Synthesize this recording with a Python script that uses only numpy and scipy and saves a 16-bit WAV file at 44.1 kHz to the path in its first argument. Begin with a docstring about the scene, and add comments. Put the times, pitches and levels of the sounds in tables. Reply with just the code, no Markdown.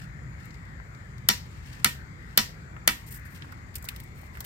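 """A click-type torque wrench breaks over and resets twice on a plug under a vehicle in a garage.
Each blow is a short rattle of steel that rings the bar and the underbody, then comes back to the
stereo microphone from floor and walls. Hand and sleeve tick and rub on the tool.
Behind them lie a low, lumpy hum and a band of distant hiss."""
import sys
import numpy as np
from scipy import signal
from scipy.fft import rfft, irfft
from scipy.io import wavfile
from scipy.ndimage import uniform_filter1d

SR = 44100
rng = np.random.default_rng(int(sys.argv[2]) if len(sys.argv) > 2 else 0)


def log_audio(samples):
    """Write samples as a 16-bit WAV file to the path given in sys.argv[1]."""
    # one column per channel
    frames = np.atleast_2d(samples).T
    # limit to full scale, then quantise
    limited = np.clip(frames, -1, 1)
    pcm = np.round(limited * 32767).astype(np.int16)
    wavfile.write(sys.argv[1], SR, pcm)


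N = 196588

# Blows of the pawl, under the vehicle: start_s, rattle_db, is_reset (0 = break over), return_db
PAWL_BLOWS = [(1.2875, -18.5, 0, -20.5), (1.8451, -18.5, 1, -21), (2.3753, -18, 0, -20),
              (2.8758, -18.5, 1, -21.5)]


def wrench():
    """Each blow of the pawl rattles the head, rings the steel and sounds the garage."""
    out, t = np.zeros((2, N)), np.arange(SR // 2) / SR
    for start_s, rattle_db, is_reset, return_db in PAWL_BLOWS:
        add(out, start_s, gain_of(rattle_db) * head_rattle(t[:2048], is_reset))
        add(out, start_s, gain_of(return_db) * (steel_ring(t, is_reset) + garage_return(t, is_reset)))
    return out


# Colour of the break-over and of the reset at the microphone: freq_hz, left_db, right_db
BREAK_COLOUR = [(199.5, -71.5, -70), (448, -69, -51.5), (738, -78, -55), (1300, -46, -63),
                (2000, -46.5, -50.5), (2580, -51.5, -56), (3380, -43, -48), (5800, -51, -47),
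                (7500, -47, -50), (9100, -53.5, -47.5), (11600, -41.5, -41.5), (13000, -39, -39.5),
                (16500, -46, -41)]
RESET_COLOUR = [(200, -87, -70.5), (450, -67, -58), (720, -64.5, -51.5), (1330, -53, -59.5),
                (1950, -50, -51), (2750, -52, -51.5), (3595, -50, -65), (5140, -53, -61), (6840, -52, -54),
                (9000, -51.5, -52.5), (11760, -36, -37), (12640, -60.5, -58), (15450, -44.5, -57)]


def head_rattle(t, is_reset, clack_db=-2.5, chatter_db=0.5):
    """Steel meets steel: a treble snap bounces once; the head's clack builds for 2 ms and dies."""
    colour = RESET_COLOUR if is_reset else BREAK_COLOUR
    chatter = gain_of(chatter_db * wander(1800, len(t)))
    noise = stereo_noise(len(t), lambda hz: read(colour, hz), chatter)
    low, high = split(noise, hz=7500)
    bounce = .45 * np.exp(-abs(t - .0022) / .0009)
    snap = np.exp(-t / .0009) + bounce + .15 * np.exp(-t / .004)
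    clack = t / .0017 * np.exp(1 - t / .0017)
    attack = np.minimum(t / .0001, 1)
    return unit_rms(unit_rms(high * snap * attack) + gain_of(clack_db) * unit_rms(low * clack))


# Modes of the bar and the underbody above it, levels against the garage's return:
# pitch_hz, level_db, t60_s, left_minus_right_db, reset_change_db, right_lead_rad
STEEL_MODES = [(212.5, -5.5, 0.076, -1, -2.5, 0.56), (731, -14.5, 0.045, -12.5, 3, 1.66),
               (969, -18, 0.17, -5, -3, 1.35), (1219, -19.5, 0.072, -4, 4, 2.5),
               (1295, -11, 0.09, -6.5, 3, 1.3), (1423, -7.5, 0.04, -6, 2, 1.04),
               (1794, -17, .12, -4.5, 3, 1.76), (1845, -21, 0.34, -6, 5, 1.9),
               (1901, -14, 0.095, -7.5, 4.5, 1.63), (1987, -3.5, 0.018, -12, 4.5, 1.62),
               (2294, -15, 0.13, -1.5, 5.5, 0.91), (2610, -21, 0.14, -6, -0.5, 2.6),
               (3042, -10.5, 0.068, 0.5, 1, 1.4), (3500, -12, 0.095, -0.5, -1, 0.71),
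               (3570, -3.5, 0.034, 7.5, -5, .8), (3970, -16, 0.13, -0.5, -5, 1.5),
               (4200, -14, .1, 5, -4.5, 0.89), (4500, -6, 0.049, 6, -2.5, 1.4),
               (4944, -14, .12, 5.5, -1, 0.9), (5140, -22.5, 0.1, 3.5, -3, 1.9),
               (5490, -4.5, 0.076, 1.5, -5.5, 1.2), (5850, -7, 0.062, 3.5, -4.5, 0.9)]


def steel_ring(t, is_reset):
    """Bar and underbody ring, each mode building over a few cycles; near surfaces echo them."""
    direct = np.zeros((2, len(t)))
    for hz, db, t60_s, pan_db, reset_db, lead_rad in STEEL_MODES:
        phase = np.array([[0], [lead_rad]]) + 2 * np.pi * rng.random()
        build = 1 - np.exp(-(t * hz / 1.72) ** 2)
        level_db = db + is_reset * reset_db - 60 * t / t60_s + [[pan_db / 2], [-pan_db / 2]]
        direct += gain_of(level_db) * build * np.sin(2 * np.pi * hz * t + phase)
    out = direct.copy()
    for delay_s, echo_db in [(.0105, 0.5), (.0138, -11), (.0185, -7)]:
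        add(out, delay_s, gain_of(echo_db) * direct)
    return out


# Colour of what the garage sends back to the microphone: freq_hz, left_db, right_db
GARAGE_COLOUR = [(201.8, -57, -54), (580, -72, -68), (1310, -60.5, -60.5), (2010, -68.5, -54.5),
                 (2700, -58.5, -65), (3630, -64, -65), (5464, -59.5, -70.5), (7200, -65, -67),
                 (9000, -65, -66.5), (11200, -71, -70), (13080, -71.5, -68), (15400, -76.5, -86.5)]
# Decay of the garage by band: freq_hz, t60_s
GARAGE_DECAY = [(200, 0.14), (900, 0.18), (2000, 0.2), (4500, 0.3), (9000, 0.2), (15000, 0.25)]


def garage_return(t, is_reset):
    """Floor, underbody and walls return the blow: it swells, then each band dies at its own speed."""
    def colour(hz):  # the reset is a duller blow
        return read(GARAGE_COLOUR, hz) - is_reset * 7.6 * band(hz, centre_hz=5200)
    hz, frame_s, spectrum = signal.stft(stereo_noise(len(t), colour), SR, nperseg=256)
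    lumps = unit_rms(uniform_filter1d(rng.standard_normal(spectrum.shape[1:]), 5, 0))  # uneven surfaces
    decay_db = 60 * frame_s / read(GARAGE_DECAY, hz).T
    tail = signal.istft(spectrum * gain_of(0.62 * lumps - decay_db), SR, nperseg=256)[1]
    swell = 1 - np.exp(-(t / .008) ** 2)
    return tail[:, :len(t)] * swell


# Handling of the tool: start_s, snap_db, knock_db, knock_hz, left_minus_right_db
HANDLING_TICKS = [(.4547, -51, -60, 4800, 2), (.506, -72, -52, 4420, 14), (0.543, -66, -52, 4700, 9),
                  (.8, -75, -42, 1170, 3), (0.9485, -72, -56.5, 4570, 9), (1.181, -59, -52, 4800, 5),
                  (2.309, -72, -57, 4570, 7), (2.7652, -69, -36, 1410, 4), (3.422, -66, -37, 2700, -2),
                  (3.445, -65, -42.5, 1290, -3), (3.5215, -49.5, -53, 4500, -2),
                  (3.525, -62, -38, 1170, -7), (3.743, -54, -48, 3800, 1), (3.783, -42, -57, 4000, -3),
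                  (3.8255, -41.5, -52, 5000, 2), (3.8429, -37, -41, 870, -4.5), (3.850, -40, -47, 4500, 1),
                  (3.855, -45, -50, 4500, 7), (3.8874, -25.5, -26, 2920, 2), (3.962, -39.5, -42, 3560, 0),
                  (4.001, -39, -44.5, 3540, 1), (4.037, -47, -58, 5000, 0), (4.232, -62, -44, 800, 4),
                  (4.353, -60, -45, 1750, -10), (4.372, -47, -35.5, 1500, -4),
                  (4.4053, -30, -39, 4060, 0.5), (4.408, -60, -38.5, 1370, -4.5),
                  (4.444, -44, -46, 4000, 5), (4.448, -37, -41, 3520, -4)]
SNAP_HZ, SNAP_OCTAVES, SNAP_DECAY_S = 11450, 0.81, 0.0033
KNOCK_OCTAVES, KNOCK_DECAY_S = 0.63, 0.0036


def handling_ticks():
    """Each tick of the handled tool is a bright snap and a duller knock, with a faint return."""
    out, t = np.zeros((2, N)), np.arange(4096) / SR
    attack = np.minimum(t / 0.000067, 1)
    for start_s, snap_db, knock_db, knock_hz, pan_db in HANDLING_TICKS:
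        snap = (snap_db, SNAP_HZ, SNAP_OCTAVES, SNAP_DECAY_S)
        knock = (knock_db, knock_hz, KNOCK_OCTAVES, KNOCK_DECAY_S)
        sides_db = np.array([[pan_db / 2], [-pan_db / 2]])
        for db, centre_hz, octaves, decay_s in (snap, knock):
            colour = lambda hz: np.maximum(-6 * (np.log2((hz + 1) / centre_hz) / octaves) ** 2, -60)
            decay = np.exp(-t / decay_s) + 0.087 * np.exp(-t / 0.018)
            add(out, start_s, gain_of(db + sides_db) * stereo_noise(len(t), colour) * decay * attack)
    return out


# Colour of the rubbing at the microphone: freq_hz, left_db, right_db
SLEEVE_COLOUR = [(2740, -80.5, -79), (3624, -84, -100), (5247, -82, -103), (6920, -91, -88),
                 (9550, -84.5, -90.5), (11100, -105.5, -97.5), (13340, -86, -90), (15600, -120, -94.5)]
# Strokes of cloth and hand: start_s, length_s, level_db, extra_treble_db
SLEEVE_STROKES = [(-.03, .08, -50.5, -7), (0.387, .2, -67, -9), (1.386, 0.32, -62, -10),
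                  (1.644, 0.26, -56, -8), (2.187, 0.35, -65.5, -9), (2.9, 0.14, -57, 3),
                  (3.061, 0.037, -57, 13.5), (3.101, 0.086, -62, 20.5), (3.245, 0.11, -65.5, 13.5),
                  (3.346, 0.035, -49, 0), (3.382, 0.16, -61, -7), (3.754, .014, -46.5, 16),
                  (3.736, 0.065, -62, 10), (3.84, 0.23, -61.5, 2), (4.138, 0.16, -69, 9.5),
                  (4.33, .2, -60, 1.5)]
RISE, FALL = .15, 0.59  # shares of a stroke's length
REST_DB, REST_TREBLE_DB = -72, -3  # the hand resting on the grip


def sleeve_rub():
    """Cloth and hand slide: grainy hiss rises, holds and fades, with sparse crackles of the weave."""
    t = np.arange(N) / SR
    low_gain, high_gain = gain_of(REST_DB), gain_of(REST_DB + REST_TREBLE_DB)
    for start_s, length_s, db, treble_db in SLEEVE_STROKES:
        progress = (t - start_s) / length_s
        fade = np.exp(-(np.maximum(progress - 1 + FALL, 0) / FALL) ** 2)
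        stroke = np.clip(progress / RISE, 0, 1) * fade
        low_gain = low_gain + gain_of(db) * stroke
        high_gain = high_gain + gain_of(db + treble_db) * stroke
    colour = lambda hz: read(SLEEVE_COLOUR, hz) - 16 * np.maximum(np.log2(2500 / (hz + 1)), 0)
    low, high = split(stereo_noise(N, colour), hz=8500)
    grain_db = 2.17 * wander(142) + 1.42 * wander(35)
    snags = (rng.random(N) < 15 / SR) * rng.exponential(.4, N)  # about 15 a second
    crackles = signal.lfilter([1], [1, -.99], snags)
    return (low_gain * low + high_gain * high) * gain_of(grain_db) * (1 + crackles)


# Colour of the garage's hum and distant hiss: freq_hz, left_db, right_db
ROOM_COLOUR = [(19.9, -100, -100), (53, -59.5, -60), (155.2, -66.5, -69.5), (267, -83, -76),
               (580, -87, -86.5), (1230, -82.5, -84.5), (1890, -77, -91), (2110, -77.5, -93.5),
               (2840, -99, -102), (4650, -96.5, -110), (5640, -104, -112), (7280, -94.5, -113),
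               (9200, -111, -114), (15500, -118, -119)]
# Lift of the hum near 135 Hz over the rest: time_s, lift_db
HUM_LIFT = [(0, 7), (2.4, 3.5), (3.1, 2), (4.46, 2)]
ROOM_DB = -43.5


def room_tone():
    """Low hum and distant hiss drift in patches; part of the hum sinks over time."""
    noise = stereo_noise(N, lambda hz: read(ROOM_COLOUR, hz))
    hz, frame_s, spectrum = signal.stft(noise, SR, nperseg=2048)
    speckle = rng.standard_normal(spectrum.shape[1:])
    patches = unit_rms(uniform_filter1d(uniform_filter1d(speckle, 16, 0), 6, 1))
    drift_db = 2.17 * patches * np.minimum(hz / 600, 1)[:, None]
    hum_db = band(hz, centre_hz=135)[:, None] * np.interp(frame_s, *np.transpose(HUM_LIFT))
    tone = signal.istft(spectrum * gain_of(drift_db + hum_db), SR, nperseg=2048)[1]
    return gain_of(ROOM_DB) * tone[:, :N]


# How alike the left and right channels sound, and their phase: freq_hz, likeness (0-1), right_lead_rad
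STEREO_IMAGE = [(60, .94, .1), (200, .93, .4), (450, .75, .9), (1000, .4, 3.3), (2500, .4, 2.8),
                (5500, .3, 2.6), (8500, .3, 1.5), (10000, .8, 3.0), (11100, .97, 3.3), (12100, .8, 4.9),
                (12900, .99, 6.3), (14500, .97, 6.5), (15300, .7, 7.5), (16000, .7, 9.0)]


def stereo_noise(size, colour_db, flutter=1):
    """Coloured noise of rms 1: the right channel shares the left's, turned in phase, plus its own."""
    hz = np.fft.rfftfreq(size, 1 / SR)
    likeness, lead_rad = read(STEREO_IMAGE, hz)
    left, own = rfft(rng.standard_normal((2, size)) * flutter)
    right = likeness * np.exp(1j * lead_rad) * left + np.sqrt(1 - likeness ** 2) * own
    return unit_rms(irfft(np.array([left, right]) * gain_of(colour_db(hz)), size))


def gain_of(db):
    """Decibels to gain."""
    return 10 ** (np.asarray(db) / 20)


def unit_rms(x):
    """Scales to rms 1."""
    return x / np.sqrt(np.mean(x ** 2) + 1e-20)


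def read(table, hz):
    """A table's columns at hz, joined on a log axis."""
    freq_hz, *columns = np.transpose(table)
    return np.array([np.interp(np.log(hz + 1), np.log(freq_hz + 1), c) for c in columns])


def band(hz, centre_hz):
    """A bell about an octave wide."""
    return np.exp(-(np.log2((hz + 1) / centre_hz) / .5) ** 2)


def add(mix, start_s, sound):
    """Mixes a sound in at start_s."""
    part = mix[:, round(start_s * SR):][:, :sound.shape[1]]
    part += sound[:, :part.shape[1]]


def wander(rate_hz, size=N):
    """Random drift of rms 1, up to about rate_hz."""
    width = int(SR / rate_hz)
    return unit_rms(uniform_filter1d(uniform_filter1d(rng.standard_normal(size), width), width))


def split(x, hz):
    """The parts below and above hz."""
    low = signal.sosfiltfilt(signal.butter(2, hz, fs=SR, output="sos"), x)
    return low, x - low


def scene():
    """Wrench, handling and garage at the microphone."""
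    return wrench() + handling_ticks() + sleeve_rub() + room_tone()


def record(dry):
    """Peaks clip at full scale; then the treble above 16.2 kHz is cut."""
    lowpass = signal.firwin(511, 16200, window=("kaiser", 9), fs=SR)
    return signal.oaconvolve(np.clip(dry, -1, 1), lowpass[None], "same")


dry = scene()
out = record(dry)
log_audio(out)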